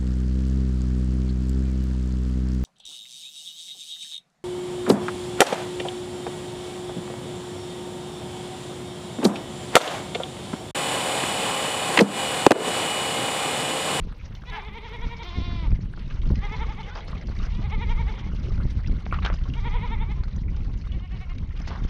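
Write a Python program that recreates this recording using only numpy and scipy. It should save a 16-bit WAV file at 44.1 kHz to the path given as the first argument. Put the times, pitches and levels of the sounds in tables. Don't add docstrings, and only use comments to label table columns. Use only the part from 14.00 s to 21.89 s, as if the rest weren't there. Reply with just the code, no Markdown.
import sys
import numpy as np
from scipy import signal
from scipy.fft import rfft, irfft
from scipy.io import wavfile
from scipy.ndimage import uniform_filter1d

SR = 44100
rng = np.random.default_rng(int(sys.argv[2]) if len(sys.argv) > 2 else 0)


def boost_factor(decibels):
    exponent = np.asarray(decibels, float) / 20
    return 10 ** exponent


def dump(signal):
    limited = np.clip(np.atleast_2d(signal).T, -1, 1)
    pcm = np.round(limited * 32767).astype(np.int16)
    wavfile.write(sys.argv[1], SR, pcm)


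N = 347980
TIME = np.arange(N) / SR


def at_hz(points, hz):
    point_hz, point_db = np.transpose(points)
    return np.interp(np.log(hz), np.log(point_hz), point_db)


def rms_one(x):
    return x / np.sqrt(np.mean(x ** 2) + 1e-20)


def drift(rate, size=N):
    r = np.exp(-80 * np.pi * rate / SR)
    slow = signal.lfilter([1], [1, -2 * r, r * r], rng.standard_normal(size // 40 + 2002))[2000:]
    return np.interp(np.arange(size) / 40, np.arange(len(slow)), rms_one(slow))


def band(x, low_hz, high_hz):
    edges_hz = [low_hz, min(high_hz, .45 * SR)]
    return signal.sosfilt(signal.butter(2, edges_hz, "band", fs=SR, output="sos"), x)


def ring(clicks, hz, t60):
    r, w = boost_factor(-60 / (t60 * SR)), 2 * np.pi * hz / SR
    return signal.lfilter([0, np.sin(w)], [1, -2 * r * np.cos(w), r * r], clicks + 1e-18)


def grit(shape, density, spread_db):
    sizes = boost_factor(spread_db * np.minimum(rng.exponential(1, shape), 4)) * rng.choice([-1, 1], shape)
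    return sizes * (rng.random(shape) < density)


# [t/s, rumble level/dB]
GUSTS = [(0, -26), (.17, -37.5), (.9, -36.5), (1.05, -33.5), (1.25, -38), (1.4, -26.5), (1.75, -23),
         (2.0, -32), (2.3, -21), (2.5, -30.5), (3.15, -32.5), (3.4, -24), (3.93, -21), (4.2, -32),
         (4.4, -24), (4.92, -22), (5.04, -28.5), (5.2, -23.5), (6.4, -24.5), (7.54, -29.5), (7.89, -26)]
# [t/s, peak level/dB]
SLAPS = [(.047, -30), (.07, -31), (0.306, -32.5), (1.487, -31), (1.52, -33.5), (4.262, -28.5), (4.345, -27),
         (4.893, -23), (1.065, -24.5), (1.383, -18.5), (1.398, -26), (1.416, -23), (1.622, -28.5),
         (1.676, -22.5), (1.724, -12.5), (1.788, -26), (2.266, -26), (2.303, -15), (2.318, -13.5),
         (2.335, -22.5), (2.512, -26), (3.296, -23.5), (4.332, -22.5), (4.515, -22), (4.651, -16.5),
         (4.927, -25), (7.818, -24.5), (7.847, -18.5)]
# offset (dB), share of the gust's swing, share of an eddy's swell
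BUFFET, FLUTTER = (-38.5, 0.84, 0.39), (-49, 0.5, 0.4)
EDDY_S, EDDY_FROM_DB = 0.028, -34


def gusts():
    coarse = TIME[::40]
    gust_db = np.interp(TIME, *np.transpose(GUSTS))
    swells = [max(db - EDDY_FROM_DB, 0) * np.exp(-((coarse - at) / EDDY_S) ** 2) for at, db in SLAPS]
    swell_db = np.interp(TIME, coarse, np.max(swells, axis=0))
    swing_db = gust_db - gust_db.mean()
    upper = [db + follows * swing_db + stirs * swell_db for db, follows, stirs in (BUFFET, FLUTTER)]
    return [gust_db] + upper


# [f/Hz, level/dB per Hz]
WIND_COLOUR = [(12, -38), (20, 2.5), (65, -2), (189, -11.5), (310, -26), (348, -25.5), (472, -36.5),
               (640, -41.5), (830, -65), (1410, -120)]


def wind():
    hz = np.arange(1, N // 2 + 2) * SR / N
    turbulence = rfft(rng.standard_normal(N)) * boost_factor(at_hz(WIND_COLOUR, hz))
    below_80, below_200 = [1 / (1 + (hz / edge) ** 7) for edge in (80, 200)]
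    ranges = [below_80, below_200 - below_80, 1 - below_200]
    lumps, out = drift(25.8), np.zeros(N)
    for share, level_db, shared_db, own_db in zip(ranges, gusts(), (1.2, 2.5, 3.8), (1.2, 1.8, 2.8)):
        gain = boost_factor(level_db + shared_db * lumps + own_db * drift(17.7) - 1.5)
        out += gain * rms_one(irfft(turbulence * share, N))
    lean_s = 0.00372
    t = np.arange(-400, 1400) / SR
    push = np.exp(-np.abs(t - lean_s) / (0.47 * lean_s))
    push -= 0.3 * np.exp(-((t - 3 * lean_s) / (2.0 * lean_s)) ** 2)
    push = np.convolve(push, np.hanning(25) / 12, "same")
    for at, db in SLAPS:
        i = round(at * SR) - 400
        out[i:i + len(t)] -= boost_factor(db + 7.5) * push[:N - i]
    return out


def patchy(white, spectrum, low_hz, high_hz, shared_db, own_db, rate):
    out, together = 0, drift(rate)
    edges = low_hz * 2 ** np.arange(0, np.log2(high_hz / low_hz) + .25, .5)
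    for k, (low, high) in enumerate(zip(edges, edges[1:])):
        level_db = at_hz(spectrum, np.sqrt(low * high)) + shared_db * together + own_db * drift(rate)
        out = out + boost_factor(level_db) * band(white[k % 2], low, high)
    return rms_one(out)


# [t/s, level/dB]
SHUFFLE = [(0.0, -59), (1.34, -51.5), (1.95, -57.5), (2.52, -50), (5.49, -55), (5.82, -53.5), (6.31, -58),
           (7.58, -58), (7.89, -52)]
# [f/Hz, level/dB per Hz]
SHUFFLE_COLOUR = [(210, -31), (350, 2.5), (758, -12), (827, -20), (1380, -7), (1500, -19), (2030, -7.5),
                  (2380, -13), (4670, -16.5), (6870, -29), (8930, -67.5), (15100, -120)]
# [f/Hz, width/Hz, level/dB]
FLOCK = [(948, 277, -1.5), (2123, 290, -5), (2900, 500, -8.5)]


def shuffle():
    s, level_db = np.transpose(SHUFFLE)
    bed = patchy(rng.standard_normal((2, N)), SHUFFLE_COLOUR, 385.6, 8000, 3.0, 4.24, rate=25.7)
    clicks = grit(N, 150 / SR * boost_factor(5 * drift(5.5)), spread_db=2.5)
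    dealt = rng.integers(0, 16, N)
    crunch, air = 0, rng.standard_normal(N)
    for k, hz in enumerate(np.geomspace(800, 6500, 16)):
        puffs = signal.fftconvolve(np.abs(clicks) * (dealt == k), np.hanning(500), "same") * air
        stones = ring(puffs, hz, 22 / hz) * np.sqrt(hz / SR)
        crunch = crunch + boost_factor(at_hz(SHUFFLE_COLOUR, hz)) * stones
    chorus = 0
    for hz, width, db in FLOCK:
        gain = boost_factor(db + 4.7 * drift(17.5) + 0.5)
        chorus = chorus + gain * rms_one(band(rng.standard_normal(N), hz - width / 2, hz + width / 2))
    flock = bed + boost_factor(-2.5) * rms_one(crunch) + boost_factor(-9.5) * chorus
    return boost_factor(np.interp(TIME, s, level_db)) * flock


# [t/s, bright level/dB, brightest level/dB]
RUSTLE = [(0, -91, -94), (.6, -88, -88), (1.4, -87.5, -90), (1.52, -88.5, -112), (4.3, -88.5, -112),
          (5.0, -89.5, -112), (7.3, -96, -112), (7.89, -90, -105)]


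def rustle():
    s, bright_db, brightest_db = np.transpose(RUSTLE)
    white, patches = rng.standard_normal((2, N)), drift(35)

    def steep(x, low_hz, high_hz):
        return rms_one(band(band(x, low_hz, high_hz), low_hz, high_hz))

    bright_gain = boost_factor(np.interp(TIME, s, bright_db) + 6.5 * patches)
    brightest_gain = boost_factor(np.interp(TIME, s, brightest_db) + 3.1 * patches + 3.0 * drift(30))
    return bright_gain * steep(white[0], 7000, 11200) + brightest_gain * steep(white[1], 11700, 14000)


# [t/s, length/s, level/dB, centre f/Hz]
SCUFFS = [(1.225, 0.02, -49, 3500), (2.952, 0.051, -38.5, 700), (3.003, 0.38, -51, 500),
          (5.6, 0.016, -58, 4350), (5.124, 0.048, -38.5, 1470), (5.138, 0.01, -39, 2500),
          (5.05, 0.017, -50, 2500), (4.7, 0.029, -50, 2500), (5.262, 0.074, -45, 1140),
          (5.335, 0.023, -54, 5400), (1.5, 0.036, -49, 1300), (5.249, 0.019, -32.5, 2250),
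          (5.22, 0.066, -38.5, 1460), (7.671, 0.022, -43, 3800), (7.7, 0.089, -41.5, 900),
          (7.695, 0.063, -49, 2640), (2.953, 0.045, -46.5, 2400), (1.99, 0.065, -52.5, 2200),
          (7.832, 0.029, -56, 3600), (7.55, 0.12, -57, 1400), (.08, 0.028, -55.5, 2600),
          (5.6, 0.013, -52, 3000), (1.745, 0.016, -50, 2300)]


def scuffs():
    out = np.zeros(N)
    for at, length, db, hz in SCUFFS:
        u = np.arange(SR // 4) / SR / length
        gravel = grit(len(u), .08, spread_db=3.5)
        crunch = rms_one(band(band(gravel, hz / 1.8, hz * 1.7), hz / 2.4, hz * 1.9))
        swell = np.minimum(u * length / 0.0046, 1) * np.exp(-u ** 3)
        i = round(at * SR)
        out[i:i + len(u)] += (boost_factor(db) * crunch * swell)[:N - i]
    return out


def steps(events, broad_db, gain_db, ring_s, low_hz, high_hz, contact, reach):
    out, t = np.zeros(N), np.arange(SR // 6) / SR
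    crunch = grit((len(events), len(t)), .13, spread_db=6.5)
    crunch[:, 20:28] += contact * np.hanning(8)
    for (at, db, hz, t60), grains in zip(events, crunch):
        burst = grains * boost_factor(-60 * t / max(t60, .005))
        stone = rms_one(ring(burst, hz, ring_s) - 0.73 * ring(burst, hz * 1.155, ring_s))
        sound = stone + boost_factor(broad_db) * rms_one(band(burst, low_hz, high_hz))
        sound = signal.sosfilt(signal.butter(3, min(reach * hz, 9000), fs=SR, output="sos"), sound)
        i = round(at * SR)
        out[i:i + len(t)] += (boost_factor(db + gain_db) * sound / np.abs(sound).max())[:N - i]
    return out


# [t/s, peak level/dB, f/Hz, t60/s]
KNOCKS = [(1.936, -33, 1480, 0.038), (2.109, -36, 1520, 0.04), (3.079, -36, 1110, 0.048),
          (3.13, -30, 1150, 0.039), (4.601, -31.5, 1280, 0.04), (4.844, -36.5, 2030, 0.023),
          (5.019, -42, 1060, 0.068), (5.1245, -14.5, 1150, 0.028), (5.14, -26, 1250, 0.04),
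          (5.162, -31, 1160, 0.086), (5.186, -25.5, 1160, 0.025), (5.188, -33, 2590, 0.02),
          (5.111, -32, 2290, 0.065), (5.268, -21, 1500, 0.04), (5.288, -27, 1240, 0.04),
          (5.32, -32, 1200, 0.04), (5.454, -36, 1010, 0.05), (6.481, -39.5, 2100, .079),
          (6.672, -45, 840, 0.092), (6.869, -37.5, 1150, 0.022), (7.751, -39, 860, 0.061),
          (5.2515, -22, 1140, .03), (7.604, -39, 696, .02), (7.755, -38, 1700, .03),
          (2.233, -43, 1000, .03), (.195, -43, 2300, .03), (.21, -42, 2200, 0.044), (.418, -43, 1600, .04),
          (4.986, -42, 2000, .03)]
# [t/s, peak level/dB, f/Hz, t60/s]
STAMPS = [(.125, -31, 1290, 0.032), (.4365, -33, 1500, 0.018), (1.707, -38, 1200, 0.03),
          (1.717, -31, 2200, 0.03), (2.302, -29, 535, 0.096), (.2555, -48, 2500, 0.02),
          (1.975, -31, 1390, 0.051), (2.957, -24, 1500, 0.03), (3.285, -29, 640, .04),
          (5.064, -21.5, 780, 0.024), (5.249, -13.5, 3130, 0.018), (5.3, -15, 700, 0.04),
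          (5.261, -14, 1500, 0.085), (5.34, -27.5, 647, 0.037), (6.235, -29, 1500, 0.07),
          (6.28, -33.5, 1200, 0.079), (6.739, -39, 2030, 0.36), (7.674, -26.5, 905, 0.18),
          (7.704, -28, 750, 0.18)]


def knocks():
    heavy = dict(gain_db=-2.5, ring_s=0.011, reach=3.4, low_hz=295, high_hz=2030)
    return steps(KNOCKS, -12.0, contact=4.0, **heavy) + steps(STAMPS, 2.5, contact=9.0, **heavy)


# [t/s, peak level/dB]
TICKS = [(0.1585, -68), (.177, -64), (.285, -67), (0.3426, -57.5), (.35, -63.5), (.408, -66.5), (.437, -66),
         (0.7562, -63), (0.996, -64), (1.1934, -64), (1.248, -57.5), (2.3126, -54.5), (7.6735, -62.5),
         (7.861, -75)]


def ticks():
    out = np.zeros(N)
    fade = np.exp(-np.arange(220) / 50)
    for (at, db), puff in zip(TICKS, rng.standard_normal((len(TICKS), 220))):
        out[round(at * SR):][:220] += boost_factor(db + 36) * puff * fade
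    return band(band(out, 10500, 16500), 11000, 17000)


# [t/s, peak level/dB, f/Hz, t60/s]
CLICKS = [(.256, -48, 5650, 0.02), (2.2172, -42, 3200, 0.0068), (2.2762, -53, 3200, .069),
          (2.83, -42, 3010, 0.086), (3.0046, -43, 3290, 0.043), (3.8932, -41, 2790, 0.12),
          (4.8726, -39.5, 4830, 0.022), (5.4987, -42, 2810, 0.043), (5.5363, -37, 2800, 0.041),
          (5.8752, -44, 3000, 0.024), (6.3604, -50, 5870, 0.035), (6.9182, -41, 2940, 0.076),
          (5.226, -42, 3700, .15), (7.616, -49, 5170, .03), (7.678, -42, 4530, .06),
          (7.738, -54, 5000, .02), (7.773, -50, 3500, .04), (6.995, -48, 3120, .04), (7.38, -49, 3800, .04)]
# [t/s, peak level/dB, f/Hz, t60/s]
CRUNCHES = [(.3511, -41.5, 3020, 0.056), (2.3555, -38, 2530, .03), (3.0778, -41, 4440, 0.043),
            (3.4292, -39.5, 2980, 0.051), (5.2615, -25, 3300, 0.0073), (5.3293, -38, 2900, .03),
            (5.339, -40, 5070, 0.03), (5.4374, -44, 3210, 0.061), (6.5637, -44.5, 3130, 0.017),
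            (6.8124, -48, 4420, .04), (7.3828, -41.5, 2330, 0.031)]
# [t/s, peak level/dB, f/Hz]
PEBBLES = [(0.2553, -49, 5670), (0.3496, -42, 3480), (0.4978, -35, 3830), (0.6479, -41, 3800),
           (1.1184, -51, 3866), (1.2316, -37, 3520), (1.4107, -46, 3790), (1.9624, -47, 4490),
           (1.9929, -43, 4550), (2.2877, -43.5, 4340), (2.3565, -40, 4230), (2.5017, -45, 3730),
           (2.9522, -37, 4780), (3.0829, -39, 4540), (3.2121, -44, 5200), (3.2705, -40, 4900),
           (3.3877, -40, 3800), (3.4535, -41, 5020), (4.3949, -48, 4940), (4.4308, -48, 3590),
           (4.4937, -44, 5430), (4.5446, -51, 4930), (4.7022, -48, 3950), (4.8723, -37, 4760),
           (5.0205, -50, 3600), (5.0569, -46, 3830), (5.1402, -38, 3700), (5.2485, -26, 3650),
           (5.3398, -41, 4820), (5.4365, -47, 3570), (5.5373, -44, 3770), (5.874, -44, 3900),
           (6.2357, -37, 4220), (6.327, -48, 3950), (6.3609, -44, 6060), (6.5141, -51, 4770),
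           (6.5655, -48, 5100), (6.775, -46, 5990), (6.8129, -44, 4400), (6.8733, -48, 3780),
           (7.3816, -48, 3870), (7.6161, -46, 5240), (7.6779, -38, 4400), (7.8366, -49, 3660)]


def hooves():
    light = dict(gain_db=3.5, ring_s=0.021, reach=2.8, low_hz=1500, high_hz=6140, contact=4.9)
    pebbles = [(s, db - 2.5, hz, .03) for s, db, hz in PEBBLES]
    return steps(CLICKS, -11.5, **light) + steps(CRUNCHES, -0.98, **light) + steps(pebbles, -4.0, **light)


# [f/Hz, share]
MOUTH_CLOSING = [(300, 0.51), (600, 0.31), (900, 2.2), (1150, 0.15), (1800, 1.44), (2150, 0.043),
                 (3000, 0.9), (7000, 0.34)]
DULLING_DB_PER_S = -100
HOARSE_TONE_DB, HOARSE_AIR_DB = -7, 16


def voice(s, pitch_hz, level_s, level_db, closing_db, throat, jitter, breath_db, tiring_db,
          breaks_s=9, dulls_s=9):
    span = slice(round(s[0] * SR), round(s[-1] * SR))
    t = TIME[span]

    def smooth(at, values, size=441):
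        return uniform_filter1d(np.interp(t, at, values), size=size, mode="nearest")

    f0 = smooth(s, pitch_hz) * (1 + jitter * drift(60, size=len(t)))
    phase = 2 * np.pi * np.cumsum(f0) / SR
    order = np.arange(1, 19)[:, None]
    waver_db = 2.2 * np.array([drift(25, size=len(t)) for k in order])
    weights = boost_factor(at_hz(throat, order * f0) + waver_db)
    weights /= np.sqrt(np.sum(weights ** 2, axis=0) / 2)
    octaves_up = np.maximum(np.log2(order * f0 / 1000), 0)
    dull_db = DULLING_DB_PER_S * np.maximum(t - dulls_s, 0) * octaves_up
    weights *= boost_factor(at_hz(MOUTH_CLOSING, order * f0) * smooth(level_s, closing_db) + dull_db)
    tone = np.sum(weights * np.sin(order * phase + rng.uniform(0, 1.0, order.shape)), axis=0)

    noise = rng.standard_normal(len(t)) * (1 + np.cos(phase))
    hz = np.arange(1, len(t) // 2 + 2) * SR / len(t)
    breath = rms_one(irfft(rfft(noise) * boost_factor(at_hz(throat, hz)), len(t)))
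    fade = np.clip(np.minimum(t - s[0], s[-1] - t) / 0.033, 0, 1)
    progress = (t - s[0]) / (s[-1] - s[0])
    hoarse = np.clip((t - breaks_s) / 0.015, 0, 1)
    tone_db = smooth(level_s, level_db)
    air_db = tone_db + hoarse * (smooth(level_s, level_db, size=3500) - tone_db + HOARSE_AIR_DB)
    air_db = air_db + breath_db + tiring_db * progress ** 2
    out = np.zeros(N)
    out[span] = fade * (boost_factor(tone_db + hoarse * HOARSE_TONE_DB) * tone + boost_factor(air_db) * breath)
    return out


CREST_HOLD_S, OPENING_S = .004, 0.033
SURGE_S, FIRST_RISE = .028, .88


def quaver(bleat, throbs, throat, breaks_s=9):
    count, early, fall_s, jitter, breath_db = bleat
    crest, high_hz, low_hz, loud_db, dip_db = np.transpose(throbs)
    from_hz = np.r_[FIRST_RISE * high_hz[0], low_hz[:-1]]
    soft_db = loud_db - dip_db
    before_db = np.r_[soft_db[0], soft_db[:-1]]

    surge_s, fallen_s = crest - SURGE_S, crest + fall_s + CREST_HOLD_S
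    throb_s = np.c_[surge_s, crest - CREST_HOLD_S, crest + CREST_HOLD_S, fallen_s]
    s = np.r_[crest[0] - .045, throb_s.ravel(), crest[-1] + .045]
    throb_hz = np.c_[from_hz + early * (high_hz - from_hz), high_hz, high_hz, low_hz]
    pitch_hz = np.r_[from_hz[0], throb_hz.ravel(), low_hz[-1] * .95]

    mouth_s = np.c_[crest - OPENING_S, crest - .015, crest + .008, crest + .03]
    level_s = np.r_[s[0], mouth_s.ravel()]
    opening_db = 0.6 * before_db + 0.4 * loud_db + 3
    mouth_db = np.c_[opening_db, loud_db - 1.0, loud_db + 0.7, soft_db + 3]
    level_db = np.r_[loud_db[0] - 9, mouth_db.ravel()]
    closing_db = np.r_[0, np.tile([-7.5, 0, 0, -11.], count)]
    return voice(s, pitch_hz, level_s, level_db, closing_db, throat, jitter=jitter, breath_db=breath_db,
                 tiring_db=-1.5, breaks_s=breaks_s)


# [t/s, f/Hz, level/dB]
LONG_CALL = [(.92, 336.4, -53), (1.19, 345, -62), (1.25, 350, -43), (1.42, 349, -42.5), (1.55, 345, -43.5),
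             (1.62, 331.6, -43), (1.662, 302.6, -38.5), (1.682, 268, -43), (1.705, 240, -63)]
WOBBLE_HZ, WOBBLE_SHARE, WOBBLE_TOP_S, WOBBLE_ENDS_S, WOBBLE_DB = 11.2, 0.022, 1.277, 1.52, 1.5


def long_call():
    at, pitch_hz, level_db = np.transpose(LONG_CALL)
    s = np.linspace(at[0], at[-1], 80)
    tremble = np.cos(2 * np.pi * WOBBLE_HZ * (s - WOBBLE_TOP_S))
    tremble = tremble * np.clip((WOBBLE_ENDS_S - s) / 0.08, .15, 1)
    trembling_hz = np.interp(s, at, pitch_hz) * (1 + WOBBLE_SHARE * tremble)
    return np.c_[s, trembling_hz, np.interp(s, at, level_db) + WOBBLE_DB * tremble]


def short_call(start, length, first_hz, last_hz, db):
    share = np.array([0, .4, .4 + .35, 1])
    pitch_hz = first_hz + (last_hz - first_hz) * np.sin(share * 1.65) / np.sin(1.65)
    return np.c_[start + length * share, pitch_hz, db - np.array([10, 0, 0, 10])]


# [throbs, early share of the climb, crest to trough/s, pitch jitter share, breath level/dB]
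BLEATS = [
    (9, .55, .018, .009, -11),
    (6, .25, .026, .009, -13),
    (8, .15, .026, .006, -16),
    (7, .3, .024, .011, -12),
    (5, .5, .03, .006, -18),
]
# [crest t/s, crest f/Hz, trough f/Hz after it, level/dB, dip after it/dB]
THROBS = [(.495, 502, 420, -42.5, 2), (.588, 444.4, 378.3, -40.5, 5.5), (.68, 441.4, 374.7, -41.5, 8),
          (.772, 466, 389.6, -39, 10), (.858, 475, 416, -40.5, 5), (.95, 480.5, 414.6, -39.5, 7.5),
          (1.04, 485, 433.7, -39, 13), (1.13, 477.7, 445, -39, 10), (1.221, 467.4, 380, -39, 14),
          (2.45, 420, 399.2, -35.5, 9.5), (2.54, 445.3, 382.8, -35.5, 14), (2.625, 464.3, 355.6, -34.5, 16),
          (2.712, 442, 353.3, -39, 19), (2.803, 445.7, 349, -38.5, 18), (2.89, 425, 348.5, -43.5, 20),
          (3.655, 421, 347.5, -43, 13), (3.74, 450, 388.5, -35, 13), (3.83, 482.6, 413, -35, 12),
          (3.918, 473, 411, -35, 14), (4.008, 470, 368, -36.5, 17), (4.098, 441.6, 344.2, -40, 15),
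          (4.185, 406, 343.7, -42.5, 18), (4.27, 372, 330, -44, 20), (5.582, 474.7, 374, -42.5, 7),
          (5.67, 484.3, 392.2, -34.5, 8), (5.76, 490, 404.3, -34.5, 7.5), (5.848, 496, 402.5, -35, 10.5),
          (5.935, 469, 388, -35, 17.5), (6.025, 462, 369, -37.5, 18), (6.117, 436, 369, -43, 18),
          (6.95, 384, 340, -52, 10), (7.05, 370, 325.4, -51.5, 14), (7.14, 384.3, 328, -50, 17),
          (7.23, 384, 316, -46.5, 21), (7.315, 360, 331, -47.5, 23)]
BRIGHTNESS = [.5, -4, -2, -3]
CHEST = [8.1, 1.2, 3.5, 1.5]
BREAKS_S = [9, 9, 4.105, 9]
# [f/Hz, level/dB]
NEAR_THROAT = [(200, -18.5), (450, -8), (640, -13), (830, 2.5), (950, 4.5), (1300, -7.5), (1500, -11.5),
               (1900, -3.5), (2130, 3.5), (2400, -3), (2700, -11), (3400, -4), (3900, -10), (4500, -29),
               (7000, -45)]
# [f/Hz, level/dB]
FAR_THROAT = [(200, -39), (400, -21), (750, -1), (1150, -1.5), (1500, -11), (2150, 1.5), (2450, -7),
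              (2900, -1), (3400, -16.5), (4200, -14), (5000, -28), (7000, -40)]
# [f/Hz, level/dB]
HELD_THROAT = [(200, -18), (350, 2), (520, -15), (700, 0.5), (1000, 4.5), (1400, -5.5), (1700, -9),
               (2150, 2.5), (2600, -6), (3650, 1), (4300, -8), (5500, -15), (7000, -32)]
# [t/s, f/Hz, level/dB]
BARK = [(.5, 323.4, -56), (.52, 335.6, -39.5), (.555, 342, -36), (.575, 305.6, -37), (.6, 258, -38.5),
        (.625, 225, -56)]
# [f/Hz, level/dB]
BARK_THROAT = [(200, -31), (350, -26), (620, -24), (800, 16.5), (1020, 2.5), (1350, -3), (1700, 3),
               (2000, 0.5), (2500, -6), (3050, -4), (3900, -17), (7000, -34)]
# [t/s, length/s, first f/Hz, last f/Hz, peak level/dB]
SHORT_CALLS = [
    (.605, .055, 322, 352, -47),
    (2.51, .08, 468, 503, -43),
    (2.875, .085, 405, 525, -46),
    (3.45, .19, 385, 505, -52),
    (6.13, .11, 356, 336, -53),
    (6.51, .15, 445, 410, -62),
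    (2.325, .125, 335, 445, -52),
]
FOCUS_HZ = [990, 980, 1410, 2030, 1022, 850, 2000]
CALL_EDGE_DB = [-21, -20, -18, -5, -14, -21, -20]
# [delay t/s, level/dB]
ECHOES = [(.019, -20), (.043, -19), (.071, -30), (.118, -20.5)]


def goats():
    throbs = np.split(THROBS, np.cumsum([bleat[0] for bleat in BLEATS[:-1]]))
    calls = quaver(BLEATS[-1], throbs[-1], FAR_THROAT)
    for bleat, own, tilt, chest_db, breaks_s in zip(BLEATS, throbs, BRIGHTNESS, CHEST, BREAKS_S):
        throat = [(hz, db + tilt * max(np.log2(hz / 1000), 0) + chest_db * (hz < 520))
                  for hz, db in NEAR_THROAT]
        calls += quaver(bleat, own, throat, breaks_s=breaks_s)

    # (s, 9 being never)
    held = [(long_call(), HELD_THROAT, -10.0, 1.59), (BARK, BARK_THROAT, -6.0, 9)]
    for call, hz, edge_db in zip(SHORT_CALLS, FOCUS_HZ, CALL_EDGE_DB):
        throat = [(200, -30), (hz / 2, edge_db + 6), (hz / 1.3, -15), (hz, 0), (hz * 1.2, edge_db),
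                  (3600, edge_db), (7000, -50)]
        held.append((short_call(*call), throat, -12, 9))
    for call, throat, breath_db, dulls_s in held:
        s, pitch_hz, level_db = np.transpose(call)
        calls += voice(s, pitch_hz, s, level_db, 0 * s, throat, jitter=.006, breath_db=breath_db,
                       tiring_db=0, dulls_s=dulls_s)

    taps = np.zeros(SR // 5)
    for lag, db in ECHOES:
        taps[round(lag * SR)] = boost_factor(db)
    return calls + band(signal.fftconvolve(calls, taps)[:N], 300, 3500)


def scene():
    ground = hooves() + knocks() + scuffs() + shuffle() + ticks()
    return (goats() + wind() + ground)[None]


def top_cut(x):
    return signal.sosfilt(signal.butter(12, 15700, fs=SR, output="sos"), x)


def record(dry):
    round_off = .43 * np.tanh(dry / .43)
    top = signal.butter(8, 6500, fs=SR, output="sos")
    already_running = signal.sosfilt_zi(top)[:, None] * round_off[0, 0]
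    dull, _ = signal.sosfilt(top, round_off, zi=already_running)
    mix = dull + boost_factor(-32.0) * round_off + rustle()
    return top_cut(mix)


dry = scene()
out = record(dry)
dump(out)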